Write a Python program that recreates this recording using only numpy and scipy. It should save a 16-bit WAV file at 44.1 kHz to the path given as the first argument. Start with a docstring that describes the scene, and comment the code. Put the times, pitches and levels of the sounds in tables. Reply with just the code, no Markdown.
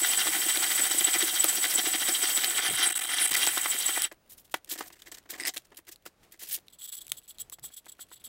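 """Glass ground on abrasive paper

An upturned glass is ground in quick circles on abrasive paper taped to a wooden bench, tilted, and ground again.
Hands then set down a roll, cut and handle a scrap of the paper, and wipe the glass's edge with it in a quiet room.
Grit is clumped, spiky noise; shaped by each contact, it drives resonances of rim, wall, edge and bench.
Knocks, cracks, rustles, blade slips and wiping strokes are timed bursts, over a faint tail and a room hush.
"""
import sys
import numpy as np
from scipy import signal
from scipy.fft import rfft, irfft, next_fast_len
from scipy.io import wavfile
from scipy.ndimage import map_coordinates

SR = 44100
rng = np.random.default_rng(int(sys.argv[2]) if len(sys.argv) > 2 else 0)


def generate_wav(sig):
    """Save sig (samples, or channels by samples) to the path in sys.argv[1] as 16-bit PCM at SR."""
    pcm = np.round(np.clip(np.atleast_2d(sig).T, -1, 1) * 32767).astype(np.int16)
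    wavfile.write(sys.argv[1], SR, pcm)


N = 365148
T = np.arange(N) / SR
TOP_HZ = 15780  # upper band limit

# Steady rub. Each row: start in seconds, pressure in dB, fine hiss drive in dB, tilt of the glass 0-1.
RUB = [(0, -34.5, -32.5, 0), (0.8, -36, -32, 0), (1.7, -38, -33, 0), (2.5, -37.5, -33.5, 0),
       (2.6, -40, -38, 1), (2.97, -36, -34.5, 1), (3.11, -39.5, -39, 1), (3.4, -36.5, -31.5, 0.8),
       (3.49, -30, -35, 0.1), (3.53, -41, -34.5, 0.24), (3.95, -38, -35.5, 0.3), (4.05, -36.5, -43, 0.33),
       (4.07, -52, -45, 0.1), (4.095, -99, -89.5, 0.1)]
# Circles of the hand. Each row: time in seconds, push in dB.
CIRCLES = [(0.028, -27), (0.104, -29.5), (0.184, -25), (0.248, -30.5), (0.322, -27.5), (0.396, -32),
           (0.475, -29), (0.535, -24.5), (0.613, -27.5), (0.689, -27), (0.767, -25.5), (0.829, -27.5),
           (0.909, -28), (0.979, -29.5), (1.057, -28), (1.125, -26), (1.198, -25), (1.261, -26.5),
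           (1.342, -32), (1.411, -28), (1.48, -28), (1.552, -29.5), (1.626, -26), (1.694, -31.5),
           (1.767, -23.5), (1.841, -26.5), (1.922, -25), (1.992, -27), (2.066, -26.5), (2.134, -30),
           (2.22, -25), (2.281, -29), (2.365, -27.5), (2.418, -26.5), (2.49, -29.5), (2.564, -26.5),
           (3.556, -29.5), (3.626, -31.5), (3.709, -30), (3.796, -31.5), (3.872, -32), (3.945, -37.5),
           (4.034, -33.5)]
# Long sweeps of the tilted rim. Each row: centre in seconds, half length in seconds, wall drag in dB, edge drive in dB.
SWEEPS = [(2.648, 0.038, -31.5, -33), (2.822, 0.049, -28.5, -27), (3.137, 0.045, -39.5, -41),
          (3.21, 0.056, -35, -26.5), (3.349, 0.027, -28.5, -34.5), (3.424, 0.023, -33, -35)]
# The tilted rim hops off the paper. Each row: start in seconds, length in seconds.
SKIPS = [(2.692, 0.0052), (2.767, 0.0042), (2.894, 0.0045), (2.912, 0.0097), (2.93, 0.011), (2.942, 0.011),
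         (2.965, 0.0042), (2.981, 0.009), (2.999, 0.011), (3.029, 0.0033), (3.042, 0.0036), (3.057, 0.005),
         (3.065, 0.0039), (3.083, 0.0042), (3.265, 0.0078), (3.284, 0.0063), (3.301, 0.007), (3.323, 0.006),
         (3.334, 0.0091), (3.355, 0.0078), (3.46, 0.0036)]
# The rim catches and shakes the bench. Each row: time in seconds, peak drive in dB.
THUMPS = [(0.018, -38), (0.256, -39), (0.283, -37), (0.356, -34), (0.389, -40), (0.46, -39), (0.573, -32),
          (0.605, -37.5), (0.675, -42.5), (0.797, -33.5), (0.828, -43), (0.906, -45.5), (0.945, -33.5),
          (0.972, -43), (1.01, -36), (1.077, -39), (1.158, -36), (1.228, -32), (1.256, -40), (1.328, -39),
          (1.445, -28), (1.536, -50), (1.584, -43.5), (1.652, -35.5), (1.753, -38.5), (1.787, -35),
          (1.836, -38.5), (1.868, -33.5), (1.903, -43.5), (1.942, -34.5), (2.015, -41), (2.088, -31),
          (2.114, -42), (2.19, -40), (2.232, -34.5), (2.374, -38.5), (2.445, -35.5), (2.479, -40.5),
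          (2.551, -41), (2.587, -41), (2.636, -42.5), (2.683, -38.5), (2.709, -34), (2.795, -42),
          (3.312, -37), (3.746, -42.5)]
# Low modes of the glass wall. Each row: frequency in Hz, width in Hz, gain in dB.
WALL_LOW = [(331.5, 75, -10), (752, 54, -4), (1472, 91, -12.5), (1765, 59, 0.5), (1977, 150, -1),
            (2470, 330, -7.5), (1400, 360, -8)]
# High modes of the wall. Each row: frequency in Hz, width in Hz, gain in dB.
WALL_HIGH = [(2768, 62, 1.5), (3150, 107, 7), (3520, 180, 1.5), (3922, 120, 1.5)]
# Top modes of the wall. Each row: frequency in Hz, width in Hz, gain in dB.
WALL_TOP = [(4530, 340, -5.5), (5733, 450, -4.5), (6590, 130, -13)]
# Ring of the rim. Each row: frequency in Hz, width in Hz, gain in dB.
RIM = [(7886, 99, 17), (7900, 600, -21.5)]
# Low, then high scrape band of the edge. Each row: frequency in Hz, width in Hz, gain in dB.
SIZZLE = [(8245, 950, -6.5), (9740, 1800, 0)]
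# Colour of the fine grinding hiss. Each row: frequency in Hz, gain in dB.
HISS = [(5500, -17.5), (7200, -9), (8500, -7.5), (11000, -10.5), (12300, -13.5), (13800, -3.5),
        (15000, -13), (16000, -6)]
# Modes of the wooden bench. Each row: frequency in Hz, width in Hz, gain in dB.
BENCH = [(138.5, 10, -4), (328.3, 65, 11), (749, 32, 3.5), (1850, 370, -34)]
# Cracks of grit or edge. Each row: time in seconds, bright drive in dB, dull part over it in dB.
TICKS = [(0.135, -23, 3), (0.285, -27.5, 2), (0.573, -20.5, -0.5), (1.0093, -23.5, -4.5),
         (1.1337, -27, 2.5), (1.226, -20, -4.5), (1.443, -10, -7), (1.6511, -21, -9), (1.868, -24, -4.5),
         (1.7875, -22, -9.5), (2.0874, -18.5, -8.5), (2.3757, -21, 3), (2.445, -18, 2.5),
         (2.737, -30.5, -2), (3.313, -19, -10), (3.3402, -17.5, -8), (3.3497, -15, -6),
         (3.4672, -15.5, -5.5), (3.474, -20.5, 2.5), (3.579, -19, -7), (4.0208, -13.5, -15),
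         (4.1248, -43.5, -6), (4.5418, -26.5, 7.5), (4.6465, -40, -9), (5.021, -44.5, 4.5),
         (5.1202, -52.5, -14), (5.5715, -29, 3), (5.5784, -28.5, 1.5), (5.9597, -44.5, -2.5),
         (6.5875, -51.5, 8), (6.683, -46.5, 4), (7.0678, -38, -24), (7.0808, -38, -7), (7.119, -16, -6),
         (7.385, -40.5, 3.5), (7.3928, -45, -5), (7.4987, -36, -19), (7.5956, -44.5, -19),
         (7.858, -45.5, -15.5)]
# Knocks. Each row: time in seconds, base level in dB, pop frequency in Hz.
KNOCKS = [(0.269, -18.5, 1110), (0.347, -30, 910), (1.443, -18, 750), (3.471, -17, 780), (3.573, -15, 1210),
          (3.658, -18.5, 1110), (3.891, -21.5, 800), (3.975, -19.5, 736), (4.541, -12.5, 770),
          (4.807, -20, 760), (6.062, -33, 667), (7.12, -42, 650), (7.523, -42.5, 1070), (7.585, -41, 794),
          (7.64, -40, 790), (7.702, -48, 394), (7.865, -38.5, 910), (7.992, -38.5, 1420),
          (8.115, -38, 1290)]
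# Dull low pushes of the hands. Each row: time in seconds, drive in dB.
SHUDDERS = [(2.58, -59), (2.72, -44.5), (2.755, -70.5), (3.33, -63), (7.12, -68), (7.61, -64)]
# Rustles and slides. Each row: start in seconds, hold in seconds, base level in dB, weight on the bench 0-1.
HANDLING = [(4.113, 0.0072, -51, 0.94), (4.291, 0.048, -49.5, 0.1), (4.369, 0.04, -54, 0),
            (4.443, 0.011, -58, 0), (4.508, 0.018, -55.5, 0.15), (4.549, 0.015, -40.5, 0.48),
            (4.672, 0.0067, -53, 0.6), (4.69, 0.011, -38, 0.2), (4.703, 0.034, -29.5, 0.25),
            (4.751, 0.0097, -42.5, 0.63), (4.776, 0.022, -36.5, 0.39), (4.799, 0.031, -41.5, 0.58),
            (4.833, 0.031, -46, 0.5), (4.87, 0.0093, -45, 0.3), (4.901, 0.0029, -47.5, 0.75),
            (4.923, 0.014, -49.5, 0.45), (4.954, 0.015, -54, 0.57), (4.989, 0.013, -53, 0.35),
            (5.019, 0.0031, -45.5, 0.5), (5.056, 0.027, -47.5, 0.52), (5.116, 0.0069, -34, 0.46),
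            (5.139, 0.013, -44.5, 0.47), (5.17, 0.015, -46.5, 0.47), (5.256, 0.003, -61, 1),
            (5.29, 0.014, -43, 0.56), (5.299, 0.018, -37.5, 0), (5.311, 0.052, -44.5, 0.68),
            (5.376, 0.045, -39.5, 0.58), (5.442, 0.0077, -45, 0.7), (5.463, 0.029, -29, 0.44),
            (5.537, 0.0078, -36.5, 0.3), (5.562, 0.0088, -28, 0.38), (5.646, 0.008, -57, 0.3),
            (5.717, 0.0054, -58.5, 1), (5.769, 0.0074, -43, 0), (5.779, 0.012, -59, 0.79),
            (5.868, 0.0083, -47, 0.6), (5.882, 0.013, -47.5, 0.4), (5.913, 0.013, -42.5, 0.15),
            (6.053, 0.02, -41, 0.5), (6.228, 0.012, -57.5, 0.55), (6.32, 0.0046, -43, 0.2),
            (6.334, 0.0091, -50, 0.52), (6.389, 0.07, -41, 0.23), (6.47, 0.0091, -41.5, 0.13),
            (6.484, 0.026, -37.5, 0.12), (6.511, 0.048, -30.5, 0.03), (6.575, 0.0049, -54.5, 0.66)]
# Body of the paper rustle. Each row: frequency in Hz, gain in dB.
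PAPER = [(900, -35), (2400, 0), (3300, 5.5), (5000, 4.5), (6500, 5), (8200, 8), (9500, -16), (12000, -54)]
# Bright part of the rustle. Each row: frequency in Hz, gain in dB.
CRISP = [(6000, -34), (8800, -9), (9800, -2.5), (11000, -7.5), (13600, -1.5), (16000, -6.5)]
# Scissor blades slip through the grit. Each row: time in seconds, base level in dB.
SNIPS = [(5.3986, -17.5), (5.4053, -19), (5.4104, -23), (5.4135, -37.5), (5.4214, -23), (5.4286, -23.5),
         (5.4344, -19.5), (5.451, -12.5), (5.4582, -11), (5.4624, -20), (5.4633, -24), (5.4735, -12),
         (5.4792, -12.5), (5.488, -23.5)]
# Modes of the blades. Each row: frequency in Hz, width in Hz, gain in dB.
BLADES = [(1996, 250, 14), (5000, 220, 11.5), (8340, 670, 6), (12100, 500, -8.5), (6030, 5900, -17)]
# The scrap strokes the edge. Each row: start in seconds, hold in seconds, edge drive in dB.
WIPES = [(6.698, 0.0098, -63), (6.723, 0.024, -54.5), (6.785, 0.02, -48), (6.807, 0.053, -42.5),
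         (6.874, 0.02, -40.5), (6.917, .036, -38.5), (6.965, .022, -40), (7.005, .017, -41),
         (7.042, .015, -56), (7.091, 0.011, -47), (7.124, 0.013, -57), (7.139, 0.02, -61),
         (7.167, .022, -47), (7.23, .022, -60.5), (7.276, .036, -43.5), (7.342, 0.014, -62),
         (7.39, .028, -38.5), (7.518, .022, -42), (7.624, 0.044, -42), (7.679, .01, -58),
         (7.715, .014, -57), (7.734, 0.011, -48), (7.762, .024, -40.5), (7.856, .012, -57),
         (7.881, 0.0155, -44), (7.917, 0.0057, -46.5), (7.994, 0.036, -41.5), (8.101, .012, -59),
         (8.119, .022, -45.5), (8.151, .026, -54.5), (8.196, 0.014, -59), (8.239, 0.031, -42)]
# Rim of the hand-damped glass. Each row: frequency in Hz, width in Hz, gain in dB.
HELD_RIM = [(5300, 1700, -13.5), (7846, 190, 12.5), (10450, 490, 2), (13900, 1300, 1.5), (15400, 920, -6)]
# Wall of the hand-damped glass. Each row: frequency in Hz, width in Hz, gain in dB.
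HELD_WALL = [(1450, 1400, -9.5), (2860, 120, -2), (3340, 190, 7), (4430, 1100, -4.5)]
# Spectral shape of the room hush. Each row: frequency in Hz, relative density in dB.
ROOM = [(12, -36.5), (20, -8), (65, -9), (101, -11), (134, -12), (399, -15.5), (607, -16.5), (660, -17),
        (873, -20.5), (1910, -25), (16000, -37.5)]

RING_DB, SIZZLE_DB = -2.5, 0.5  # rim ring and edge sizzle over the pressure, glass flat
TILT_DRAG_DB, TILT_RING_DB, TILT_SIZZLE_DB = 3.5, -1.5, 2  # what a full tilt adds
TILT_TOP_DB = -3.5  # between sweeps a tilted rim drives the top wall modes less
HIGH_SHARE = 0.37  # power share of the steady sizzle drive in its high band
HIGH_LAG, LOW_LAG, RING_LAG = 0.5, 0.9, 2.5  # edge sings high, then low, then the rim rings: in half lengths
SWEEP_RING_DB = -7.5  # rim ring of a sweep over its edge drive
RING_GAP_S = 0.018  # the rim catches twice in each circle
DRAG_DB, STRAY_DB = -6.5, 1.39  # wall drive under a circle's push; how far the parts stray from the push
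SKIP_DB = -22  # contact left in mid hop
THUMP_S = 0.0062  # half length of a bench shake
POP_DB, BLOW_DB = 2, 17.5  # pop and bench impulse over a knock's base level
LIGHT_DB, HEAVY_DB = (-31.5, -25, -2), (10, 4.5, -20)  # bench, 2 kHz and bright part: lightest, heaviest touch
WALL_DB, WALL_GROWS = -57, 0.65  # mean wall drive of a wipe; it swings less than the edge
HUSH_DB, TAIL_DB = -67.5, -19  # hush before its slow wobble; tail under the sources


def amp(db):
    """Gain of a dB value."""
    return 10 ** (np.asarray(db) / 20)


def unit(x):
    """x at rms 1."""
    return x / np.sqrt(np.mean(x ** 2) + 1e-20)


def filtered(x, response):
    """x times a complex response of frequency."""
    m = next_fast_len(N + SR // 2)
    return irfft(rfft(x, m) * response(np.fft.rfftfreq(m, 1 / SR)), m)[:N]


def modes(table):
    """Causal response of (Hz, width Hz, dB) resonances, summed with alternating sign."""
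    def response(f):
        total = 0
        for k, (hz, width, db) in enumerate(table):
            damping = 1j * f * width
            total = total + (-1) ** k * amp(db) * damping / (hz * hz - f * f + damping)
        return total
    return response


def colour(points):
    """Gain curve through (Hz, dB) points on a log frequency axis."""
    hz, db = np.transpose(points)
    return lambda f: amp(np.interp(np.log(f + 1), np.log(hz), db))


def wobble(rate):
    """A smooth random curve with rate knots a second."""
    return map_coordinates(rng.standard_normal(int(N * rate / SR) + 4), [T * rate])


def grit(clump_db, grain_db):
    """Abrasive grains catching: noise swelling in slow clumps and fast spikes, at rms 1."""
    return unit(rng.standard_normal(N) * amp(clump_db * wobble(70) + grain_db * wobble(900)))


def humps(s, db, width):
    """Bell-shaped swells of pressure centred at s."""
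    out = np.zeros(N)
    for at, level, w in np.broadcast(s, db, width):
        near = slice(max(round((at - 3 * w) * SR), 0), round((at + 3 * w) * SR))
        out[near] += amp(level) * np.exp(-((T[near] - at) / w) ** 2)
    return out


def strokes(s, length, db, rise, t60):
    """Contacts that build over a share of their length, hold, then fall 60 dB in t60 seconds."""
    out, t = np.zeros(N + SR), np.arange(SR // 3) / SR
    for at, hold, level in zip(s, length, db):
        shape = (1 - np.exp(-t / (rise * hold))) * amp(-60 * np.maximum(t - hold, 0) / t60)
        out[round(at * SR):][:len(t)] += amp(level) * shape
    return out[:N]


def rubbed(force, response):
    """A force through a body, scaled for rms near 1 from steady white force at rms 1."""
    hz = np.linspace(1, TOP_HZ, 4000)
    power = np.mean(np.abs(response(hz)) ** 2) * TOP_HZ / (SR / 2)
    return filtered(force, response) / np.sqrt(power)


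def skip_contact():
    """Contact gain of the rim: full on the paper, nearly gone during each hop."""
    contact = np.ones(N)
    for start, length in SKIPS:
        near = slice(round(start * SR) - SR // 20, round(start * SR) + SR // 20)
        hop = np.exp(-((T[near] - start - length / 2) / (0.5 * length)) ** 4)
        contact[near] *= 1 - (1 - amp(SKIP_DB)) * hop
    return contact


def rim_ring(rub, stray):
    """Force of the grit on the rim: steady, with two catches a circle and a late swell in each sweep."""
    mid, half, _, edge_db = np.transpose(SWEEPS)
    at, push_db = np.transpose(CIRCLES)
    ring = rub(RING_DB, TILT_RING_DB) + humps(mid + RING_LAG * half, edge_db + SWEEP_RING_DB, half / 2)
    for side, own in zip((-1, 1), stray[[0, 2]]):
        ring += humps(at + side * RING_GAP_S / 2, push_db + 2 * STRAY_DB * own, width=0.0065)
    return grit(4.0, 3.5) * ring


def wall_drag(rub, stray, flutter):
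    """Each circle drags the glass wall just after its push; three groups of modes answer."""
    mid, half, sweep_db, _ = np.transpose(SWEEPS)
    at, push_db = np.transpose(CIRCLES)
    sweep = humps(mid, sweep_db, half)
    drag = rub(0, TILT_DRAG_DB) + sweep
    top = rub(0, TILT_TOP_DB) + amp(1.0) * sweep
    # modes, steady and sweep drive, lag behind the push in seconds, gain in dB
    parts = ((WALL_LOW, drag, .024, -5), (WALL_HIGH, drag, .021, -3.5), (WALL_TOP, top, .023, -7))
    wall = np.zeros(N)
    for table, steady, lag, part_db in parts:
        circles = humps(at + lag, push_db + DRAG_DB + STRAY_DB * stray[1], width=0.016)
        force = grit(1.7, 3.8) * (steady + circles)
        wall += amp(part_db) * rubbed(force * flutter, modes(table))
    return wall


def edge_sizzle(rub, flutter):
    """The edge scrapes in two bands, the high one leading the low one in each sweep."""
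    mid, half, _, edge_db = np.transpose(SWEEPS)
    sizzle = np.zeros(N)
    for band, share, lag in zip(SIZZLE, (1 - HIGH_SHARE, HIGH_SHARE), (LOW_LAG, HIGH_LAG)):
        force = np.sqrt(share) * rub(SIZZLE_DB, TILT_SIZZLE_DB)
        force += humps(mid + lag * half, edge_db, 0.43 * half)
        response = modes([band])
        sizzle += rubbed(grit(3.6, 1.3) * force * flutter, lambda hz: response(hz) ** 2)
    return sizzle


def bench_shake(rub):
    """Catches of the rim and a little of the steady rub shake the bench modes."""
    at, peak_db = np.transpose(THUMPS)
    shake = humps(at + THUMP_S / 2, peak_db, THUMP_S) + rub(-22, -3.5)
    return rubbed(grit(0.72, 1.4) * shake, modes(BENCH))


def grinding():
    """Pressure and tilt drive rim, wall, edge and bench; the fine hiss has its own drive."""
    s, *controls = np.transpose(RUB)
    pressure_db, hiss_db, tilt = [np.interp(T, s, c) for c in controls]
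    grinding_on = T < s[-1]

    def rub(db, tilt_db):
        """Steady drive at an offset from the pressure, shifted by the tilt."""
        return amp(pressure_db + db + tilt_db * tilt) * grinding_on

    stray = rng.standard_normal((len(CIRCLES), 3)).T  # first catch, drag, second catch
    flutter = amp(wobble(55)) * skip_contact()  # shared by all but the bench
    glass = rubbed(rim_ring(rub, stray) * flutter, modes(RIM))
    glass += wall_drag(rub, stray, flutter) + edge_sizzle(rub, flutter)
    glass += rubbed(grit(1, 2.5) * amp(hiss_db) * grinding_on * flutter, colour(HISS))
    return glass + bench_shake(rub)


def ticks():
    """Sharp cracks with a dull part in the glass wall and a bright part at the rim."""
    dull, bright, t = np.zeros(N + SR), np.zeros(N + SR), np.arange(SR // 10) / SR
    for s, db, dull_db in TICKS:
        decay = 0.8 * amp(-60 * t / .005) + 0.15 * amp(-60 * t / 0.02)
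        burst = rng.standard_normal((2, len(t))) * decay
        burst[:, 0] = 4  # the break itself
        dull[round(s * SR):][:len(t)] += amp(db + dull_db) * burst[0]
        bright[round(s * SR):][:len(t)] += amp(db) * burst[1]
    wall = rubbed(dull[:N], lambda hz: modes([(3500, 1800, 0)])(hz) ** 2)
    return wall + rubbed(bright[:N], modes([(9500, 11000, 8.0), (14200, 2000, -10)]))


def knocks():
    """A short decaying sine pop and noise scuff of the contact, and the bench ringing under it."""
    pops, blows, t = np.zeros(N + SR), np.zeros(N), np.arange(SR // 50) / SR
    for s, db, hz in KNOCKS:
        envelope = amp(db + POP_DB - 60 * t / 0.0089) * (1 - np.exp(-t / 0.00066))
        pops[round(s * SR):][:len(t)] += envelope * np.sin(2 * np.pi * hz * t)
        blows[round(s * SR)] = amp(db + BLOW_DB)
    s, db = np.transpose(KNOCKS)[:2]
    scuff = rng.standard_normal(N) * strokes(s, .004 + 0 * s, db - 12, rise=.2, t60=.025)
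    return pops[:N] + filtered(blows, modes(BENCH)) + rubbed(scuff, modes([(1230, 1100, 0)]))


def shudders():
    """Slow pushes that the bench carries as a low rumble: noise swells in two low modes."""
    s, db = np.transpose(SHUDDERS)
    return rubbed(rng.standard_normal(N) * humps(s, db, width=0.03), modes([(35.6, 20, 5.5), (140, 23, 17)]))


def handling():
    """Paper and fingers rustle; heavier touches put more into the bench and less into the treble."""
    s, length, db, weight = np.transpose(HANDLING)
    bench_db, mid_db, bright_db = [light + (heavy - light) * weight
                                   for light, heavy in zip(LIGHT_DB, HEAVY_DB)]
    slips = amp(2.2 * wobble(220))  # every part of the sound catches and slips together

    def touch(part_db):
        """Fresh rustling grit under the touches."""
        return grit(2.2, 3) * slips * strokes(s, length, db + part_db, rise=0.17, t60=.05)

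    sound = rubbed(touch(-7.0), colour(PAPER)) + rubbed(touch(bright_db), colour(CRISP))
    sound += rubbed(touch(mid_db), modes([(1820, 430, 0)]))
    return sound + rubbed(touch(bench_db), modes(BENCH + [(1030, 410, -4.0)]))


def crackle():
    """Faint ticks of paper and damp fingers: three short noise bursts scattered around each touch."""
    touches = np.array([row[0] for row in HANDLING + WIPES])
    offset, size = rng.random((2, 3, len(touches)))
    s = np.clip(touches + 0.07 * (offset - .5), 0, T[-1]).ravel()
    db = -64 - 2.2 * np.log(size.ravel() + 0.08)
    bursts = rng.standard_normal(N) * strokes(s, 0.0013 + 0 * s, db, rise=0.16, t60=0.012)
    return rubbed(bursts, modes([(2940, 1500, 5.5), (9700, 2100, 4.5), (14000, 6700, -0.5)]))


def scissors():
    """Every slip of the blades is a noise burst of a few ms into their modes."""
    s, db = np.transpose(SNIPS)
    slips = strokes(s, 0.0017 + 0 * s, db - 11.5, rise=.3, t60=0.0082)
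    return rubbed(rng.standard_normal(N) * slips, modes(BLADES))


def wiping():
    """Short strokes of the scrap along the edge of the held glass drive its damped rim and wall."""
    s, length, db = np.transpose(WIPES)
    wall_db = WALL_DB + WALL_GROWS * (db - db.mean())
    slips = amp(1.5 * wobble(70))
    edge = grit(1.8, 2.7) * slips * strokes(s, length, db, rise=0.16, t60=0.034)
    wall = grit(0.49, 4.8) * slips * strokes(s, length, wall_db, rise=0.09, t60=0.052)

    def thin_wall(hz):
        """Wall modes with the bass rolled off."""
        return modes(HELD_WALL)(hz) * (1j * hz / (2500 + 1j * hz))

    return rubbed(edge, modes(HELD_RIM)) + rubbed(wall, thin_wall)


def room_tail(x):
    """A short tail from the nearby walls: convolution with decaying noise of unit energy."""
    t = np.arange(SR // 4) / SR
    tail = rng.standard_normal(len(t)) * amp(-60 * t / .12)
    return signal.fftconvolve(x, tail / np.linalg.norm(tail))[:N]


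def room_hush():
    """The steady hush of the room: coloured noise with a slowly wobbling level."""
    noise = unit(filtered(rng.standard_normal(N), colour(ROOM)))
    return amp(HUSH_DB + 2.2 * wobble(12)) * noise


def scene():
    """All sources, their faint tail and the room hush."""
    near = grinding() + ticks() + knocks() + handling() + crackle() + scissors() + wiping()
    near = filtered(near, lambda hz: (1j * hz / (190 + 1j * hz)) ** 2)  # small objects radiate little bass
    return (near + amp(TAIL_DB) * room_tail(near) + shudders() + room_hush())[None]


def record(dry):
    """The recorder keeps nothing at or above its band limit."""
    return filtered(dry[0], lambda hz: hz < TOP_HZ)[None]


dry = scene()
out = record(dry)
generate_wav(out)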